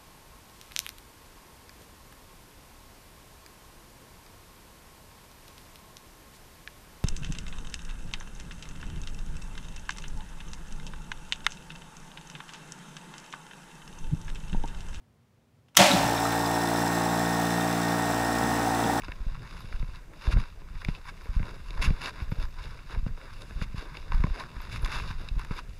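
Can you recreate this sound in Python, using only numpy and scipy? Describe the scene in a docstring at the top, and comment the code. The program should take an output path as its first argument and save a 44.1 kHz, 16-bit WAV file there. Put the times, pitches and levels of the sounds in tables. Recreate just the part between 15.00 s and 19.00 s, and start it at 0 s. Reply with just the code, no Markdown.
"""A small workshop, one microphone close to a wooden bench where an electric diaphragm pump runs dry.
The contact sparks at switch-on, the motor jolts and grinds up to speed under its inrush current, then
settles: every turn of the shaft knocks the pump head, slaps the valves and drags the brushes over the
commutator, above the hum of the body. The pump's feet shake the bench and now and then bump on it.
Behind it are a short room tail and faint room tone."""
import sys
import numpy as np
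from scipy import signal
from scipy.fft import rfft, irfft, next_fast_len
from scipy.io import wavfile
from scipy.ndimage import map_coordinates

SR = 44100
rng = np.random.default_rng(int(sys.argv[2]) if len(sys.argv) > 2 else 0)


def to_wav(s):
    """Save 16-bit WAV."""
    ch = np.atleast_2d(s).T  # columns
    pcm = np.round(np.clip(ch, -1, 1) * 32767)  # PCM
    wavfile.write(sys.argv[1], SR, pcm.astype(np.int16))


N = 176400
T = np.arange(N) / SR
START_S, SPIN_UP_S = .785, .055  # the shaft starts to turn; time constant of its run-up
BALLS_PER_TURN = 2.075  # bearing balls that pass the loaded side

# shaft speed once run up (time [s], speed [turns/s])
SHAFT_SPEED = [(1.0, 57.1), (1.5, 57.42), (2.0, 57.6), (2.5, 57.78), (2.9, 57.87), (3.3, 57.85),
               (3.6, 57.7), (4.0, 57.72)]
# how loosely the pump rattles on its feet (time [s], gain [dB])
LOOSENESS = [(1.0, 3.5), (1.3, 1), (1.8, 1.3), (2.3, 0), (2.9, -1), (3.15, 1.3), (3.5, 1), (4.0, 2)]
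# head knocks and valve slaps within one turn (position [turns], relative level [dB])
HEAD_KNOCKS = [(0.013, -3), (0.151, 2), (.6, -7)]
VALVE_SLAPS = [(.07, -1.5), (.32, -1.5), (.79, 1.5)]
# sharp ticks of the pump head (time [s], level [dB], pitch [Hz])
HEAD_TICKS = [(0.9149, -13, 3830), (1.1787, -26, 3740), (1.254, -16, 1270), (1.4595, -27, 5050),
              (1.806, -34, 5550), (3.841, -27.5, 3350)]
# steady partials of the body's hum (multiple of shaft speed, level [dB])
BODY_HUM = [(2, -38.5), (5, -35), (7, -48), (8, -43), (9, -49), (11, -40.5), (12, -43.5), (13, -46),
            (19, -46)]
# drifting hum at 1, 3, 4 and 6 times shaft speed (time [s], then four levels [dB])
LOW_HUM = [(1.0, -44, -43, -45, -44), (1.4, -45, -38.5, -44.5, -42), (1.65, -47, -36, -41.5, -39),
           (2.3, -46, -33.5, -38, -42.5), (2.95, -49, -33.5, -39.5, -42.5), (3.1, -45, -38.5, -41, -44.5),
           (3.3, -42, -46, -37, -47), (4.0, -44, -46, -40.5, -42.5)]
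# commutator whine (time [s], level [dB])
WHINE = [(1.0, -43), (1.5, -42.5), (3.45, -43), (3.55, -45.5)]
# resonances of the motor can (frequency [Hz], width [Hz], relative level [dB])
CAN_MODES = [(3573, 150, 4.5), (4090, 81, 4), (5085, 78, 4.5), (5474, 51, 8), (6240, 110, 0.5),
             (7350, 64, 3.5), (7930, 125, 0), (11700, 270, -4.5), (12220, 150, -1.5), (14400, 390, -11)]
# resonances of the casing (frequency [Hz], relative level [dB], t60 [s])
CASING_MODES = [(193, 4.5, 0.15), (563.6, -5, 0.65), (650, 2.5, 0.14), (718, -3.5, 0.43), (795, -5, 0.22),
                (908, -4, 0.45)]
# contact sparks (time [s], relative level [dB], t60 [s])
SPARKS = [(0.684, -50, .04), (0.747, -39, 0.021), (0.752, -26.5, 0.018), (0.7627, -28, 0.016),
          (0.7673, -10, 0.013), (0.77, 3.5, 0.018), (0.7758, -4, 0.0099)]
# feet bumping the bench top (time [s], level [dB], half-length [s], pitch [Hz])
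BENCH_BUMPS = [(0.807, -27, 0.018, 155), (0.938, -24.5, 0.02, 220), (0.99, -43, 0.07, 80.5),
               (1.037, -31.5, 0.041, 149), (3.463, -34.5, 0.045, 194), (3.6, -38, 0.023, 180),
               (3.856, -31.5, 0.022, 210)]
# tone colour of each source at the microphone (frequency [Hz], relative level [dB])
HEAD_SPECTRUM = [(40, -73), (170, -23), (400, -20.5), (530, -18), (640, -10.5), (760, 6.5), (920, 0),
                 (1050, -10), (1500, -12.5), (3000, -53)]
VALVE_SPECTRUM = [(400, -60.5), (900, -13), (1200, 0.5), (1500, 2), (1850, 2.5), (2150, -8), (2700, -16),
                  (4000, -12.5), (9000, -56)]
BRUSH_SPECTRUM = [(1180, -28.5), (2000, -5.5), (2330, -1), (2700, 0), (3020, -10), (3620, -4), (4800, -6.5),
                  (5420, -0.5), (6220, -4.5), (6890, -8.5), (7640, -1), (9080, -7), (10000, -5.5),
                  (11100, -16), (12000, -15), (13000, -18.5), (14800, -5.5), (15600, -12.5)]
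GRIND_SPECTRUM = [(180, -54), (300, -11), (526, -29), (581, -3), (621, -7), (923, -11.5), (1040, -16.5),
                  (1400, -15), (2840, -14.5), (7790, -24.5), (15600, -40)]
SPARK_SPECTRUM = [(30, -43), (150, -32), (500, -4.5), (1500, -2), (2500, 1), (3300, 6), (4500, -7.5),
                  (5600, 1.5), (8000, -4.5), (11000, -8.5), (15500, -12)]
ROOM_TONE_SPECTRUM = [(20, -35), (64, -12), (122, -5), (199, -16), (240, -8.5), (282, -21), (400, -21),
                      (15600, -49)]
# the workshop's reverberation (frequency [Hz], t60 [s])
ROOM_DECAY = [(150, 0.28), (1500, 0.14), (6000, 0.23), (15000, 0.062)]


def pump_head(turns, loose):
    """The diaphragm drive knocks, in a slow beat with its bearing; valves slap, the bench shudders."""
    knocks = impacts(turns, HEAD_KNOCKS, jitter_s=.0001, scatter_db=1.9, creep_turns=.066)
    slaps = impacts(turns, VALVE_SLAPS, jitter_s=.00007, scatter_db=1.14)
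    head = unit(coloured(unit(knocks) + .62 * chatter(knocks, t60_s=.049), HEAD_SPECTRUM))
    valves = unit(coloured(unit(slaps) + 1.07 * chatter(slaps, t60_s=.041), VALVE_SPECTRUM))
    shudder = amp(-45.5) * loose * rumble(hz=261) + amp(-42.5) * rumble(hz=683)
    return loose * (amp(-33.5) * head + shudder) + amp(-38.5) * valves


def head_ticks(t60_s=.02):
    """The pump head gives a few sharp, ringing ticks."""
    return sum(amp(db - 60 * age(s) / t60_s) * (T > s)
               * np.sin(2 * np.pi * hz * age(s) + .5 * wobble(1500)) for s, db, hz in HEAD_TICKS)


def hum(turns, loose, waver_db=1.32, slip_rad=.1):
    """Each turn heaves the body once, deepest bass first; the commutator whines at 32 cycles a turn."""
    def partial(k):
        if k < 7:  # the bass is steadier, each higher multiple lagging
            unsteady, lead_turns = .5, .414 - .0504 * k
        else:
            unsteady, lead_turns = 1 + k / 24, .11 * rng.standard_normal() / k - .1
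        phase = 2 * np.pi * k * (turns + lead_turns) + unsteady * slip_rad * loose * wobble(25.16)
        waver = amp(min(unsteady, 1) * waver_db * loose * wobble(22.15))
        return -np.sqrt(2) * waver * np.cos(phase)
    times, *levels_db = np.transpose(LOW_HUM)
    lows = sum(amp(np.interp(T, times, db)) * partial(k) for k, db in zip((1, 3, 4, 6), levels_db))
    whine = amp(curve(WHINE)) * partial(32)
    body = sum(amp(db) * partial(round(k)) for k, db in BODY_HUM)
    return body + lows + whine


def brushes(turns, swell_db=.75, flutter_db=2, bed_in_db=1.5, bed_in_s=.73):
    """The brushes scrape over the same 32 worn bars each turn and ring the motor can."""
    wear = rng.standard_normal((32, 2))
    bars = [((k + .2 * shift) / len(wear), -.5 * depth) for k, (shift, depth) in enumerate(wear)]
    ticks = impacts(turns, bars, jitter_s=.000008, scatter_db=2.5)
    swell = amp(swell_db * np.cos(2 * np.pi * (turns - .6)))
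    scrape = (unit(ticks) + chatter(ticks, t60_s=.011)) * swell
    hiss = unit(coloured(scrape, BRUSH_SPECTRUM))
    flutter = amp(flutter_db * np.tanh(wobble(70)))
    can = unit(ringing(scrape * flutter, CAN_MODES))
    settle = amp(bed_in_db * np.exp(-age(START_S) / bed_in_s))  # a little louder at first
    return settle * (amp(-41.5) * hiss + amp(-55) * can)


def end_play(turns, fade_db_per_s=2):
    """The armature's end play pings the motor can unevenly, twice a turn, calming as the motor runs."""
    ticks = impacts(turns, [(.59, 1.5), (.3, -3)], jitter_s=.0012, scatter_db=3.5)
    can = ringing(chatter(np.tanh(ticks / 2), t60_s=.016), CAN_MODES)
    return amp(-42.5 - fade_db_per_s * age(START_S)) * unit(can)


def inrush(turns, peak_s=.797, rise_s=.022, fall_db_per_s=70.5):
    """From the strongest spark on, inrush current makes the brushes grind, fading as speed builds."""
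    contact_s = SPARKS[-2][0]
    rise = np.exp(np.minimum(T - peak_s, 0) / rise_s) * (T > contact_s)
    ripple_db = -2 * np.cos(2 * np.pi * 16 * turns)
    grind = noise() * amp(ripple_db + .99 * wobble(350))
    return rise * amp(-16.5 - fall_db_per_s * age(peak_s)) * unit(coloured(grind, GRIND_SPECTRUM))


def jolt(rise_s=.011, rough_rad=.46):
    """The starting torque kicks the casing, which rings out."""
    t = age(START_S)
    ring = sum(amp(db - 60 * t / t60) * np.sin(2 * np.pi * hz * t + rough_rad * wobble(90))
               for hz, db, t60 in CASING_MODES)
    return amp(-15) * (1 - np.exp(-t / rise_s)) * ring


def sparks(weak_below_db=-10, dull_hz=2000):
    """The contact sparks in bursts of noise as it closes; weak sparks lose their treble."""
    def crackle(rows):
        envelope = sum(amp(db - 60 * age(s) / t60) * (T >= s) for s, db, t60 in rows)
        return coloured(noise() * envelope, SPARK_SPECTRUM)
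    weak = crackle([row for row in SPARKS if row[1] < weak_below_db])
    strong = crackle([row for row in SPARKS if row[1] >= weak_below_db])
    return strong + filtered(weak, lambda hz: 1 / (1 + 1j * hz / dull_hz))


def bench(shuffle_from_s=3.04):
    """The feet bump on the bench top, which booms dully; later they shuffle without pause."""
    booms = sum(amp(db) * np.exp(-.5 * ((T - s) / half_length) ** 2) * rumble(hz)
                for s, db, half_length, hz in BENCH_BUMPS)
    shuffle = amp(-46) * np.clip(10 * (T - shuffle_from_s), 0, 1) * rumble(hz=192)
    return booms + shuffle


def rumble(hz, width_octaves=.53):
    """Dull noise of the bench top round a pitch."""
    return unit(filtered(noise(), lambda f: np.exp(-.5 * (np.log2((f + 1) / hz) / width_octaves) ** 2)))


def workshop(x):
    """The room's short tail reaches the microphone 4 ms late, its highest treble dying first."""
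    hz, t, spectra = signal.stft(rng.standard_normal(SR // 2), SR, nperseg=256)
    decay = amp(-60 * t / along(ROOM_DECAY, hz)[:, None])
    tail = signal.istft(spectra * decay, SR, nperseg=256)[1]
    return signal.fftconvolve(x, np.pad(tail, (SR // 250, 0)) / np.linalg.norm(tail))[:N]


def room_tone():
    """The faint, low noise of the workshop itself."""
    return amp(-63.5) * unit(coloured(noise(), ROOM_TONE_SPECTRUM))


def impacts(turns, pattern, jitter_s, scatter_db, creep_turns=0):
    """Pulses at (position [turns], level [dB]) in each turn, uneven in time and strength."""
    pulses = np.zeros(N)
    for position, db in pattern:
        timing, strength = rng.standard_normal((260, 2)).T
        due = np.arange(len(timing)) + 1 + position
        # the pulse creeps earlier as the bearing's balls roll round, then drops back
        due = due - creep_turns * (due * BALLS_PER_TURN % 1 - .5)
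        times = np.interp(due, turns, T, right=np.inf) + jitter_s * timing
        heard = times < T[-1]
        pulses += np.bincount((times[heard] * SR).astype(int), amp(db + scatter_db * strength[heard]), N)
    return pulses


def chatter(pulses, t60_s):
    """A short burst of noise after each pulse."""
    decay = amp(-60 * T[:SR // 20] / t60_s)
    return unit(signal.fftconvolve(pulses, decay)[:N] * noise())


def ringing(x, modes):
    """x through resonances of alternating sign (frequency [Hz], width [Hz], level [dB])."""
    return filtered(x, lambda f: sum((-1) ** k * amp(db) * 1j * f * width
                                     / (hz * hz - f * f + 1j * f * width)
                                     for k, (hz, width, db) in enumerate(modes)))


def coloured(x, spectrum):
    """x through a causal filter shaped by (frequency [Hz], level [dB]) points."""
    def response(hz):
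        cepstrum = irfft(np.log(amp(along(spectrum, hz))))
        half = len(cepstrum) // 2
        cepstrum[1:half] *= 2  # folded forward for minimum phase
        cepstrum[half + 1:] = 0
        return np.exp(rfft(cepstrum))
    return filtered(x, response)


def filtered(x, response):
    """x through a complex frequency response."""
    size = 2 * next_fast_len(N * 2 // 3)
    return irfft(rfft(x, size) * response(np.fft.rfftfreq(size, 1 / SR)), size)[:N]


def along(points, hz):
    """(frequency [Hz], value) points read off a log axis."""
    frequencies, values = np.transpose(points)
    return np.interp(np.log(hz + 1), np.log(frequencies + 1), values)


def curve(points):
    """(time [s], value) points as one value per sample."""
    return np.interp(T, *np.transpose(points))


def wobble(rate):
    """A smooth random curve, rate knots a second."""
    return map_coordinates(rng.standard_normal(4000), [T * rate + 2], mode="wrap")


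def noise():
    """Fresh white noise."""
    return rng.standard_normal(N)


def age(start_s):
    """Seconds since start_s, zero before it."""
    return np.maximum(T - start_s, 0)


def amp(db):
    """Decibels to gain."""
    return 10 ** (np.asarray(db) / 20)


def unit(x):
    """Scale to rms 1."""
    return x / np.sqrt(np.mean(x ** 2) + 1e-20)


def scene():
    """Close to the bench: one shaft drives the running sounds; the hum sets in only near full speed."""
    run_up = 1 - np.exp(-age(START_S) / SPIN_UP_S)
    turns = np.cumsum(run_up * curve(SHAFT_SPEED)) / SR
    loose = amp(curve(LOOSENESS))
    running = run_up * (pump_head(turns, loose) + brushes(turns) + end_play(turns))
    clatter = running + inrush(turns) + jolt() + head_ticks() + sparks() + bench()
    room = room_tone() + amp(-11) * workshop(clatter)
    return (clatter + run_up ** 7 * hum(turns, loose) + room)[None]


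def record(dry, ceiling=.8, low_cut_hz=32, top_hz=15850):
    """The microphone rounds off the loudest peaks and drops the deepest bass and the highest treble."""
    def band(hz):
        low_cut = hz ** 4 / (hz ** 4 + low_cut_hz ** 4)
        high_cut = np.clip((top_hz - hz) / 300 + .5, 0, 1) ** 2
        return low_cut * high_cut
    rounded = dry[0] / (1 + (dry[0] / ceiling) ** 4) ** .25
    return filtered(rounded, band)[None]


dry = scene()
out = record(dry)
to_wav(out)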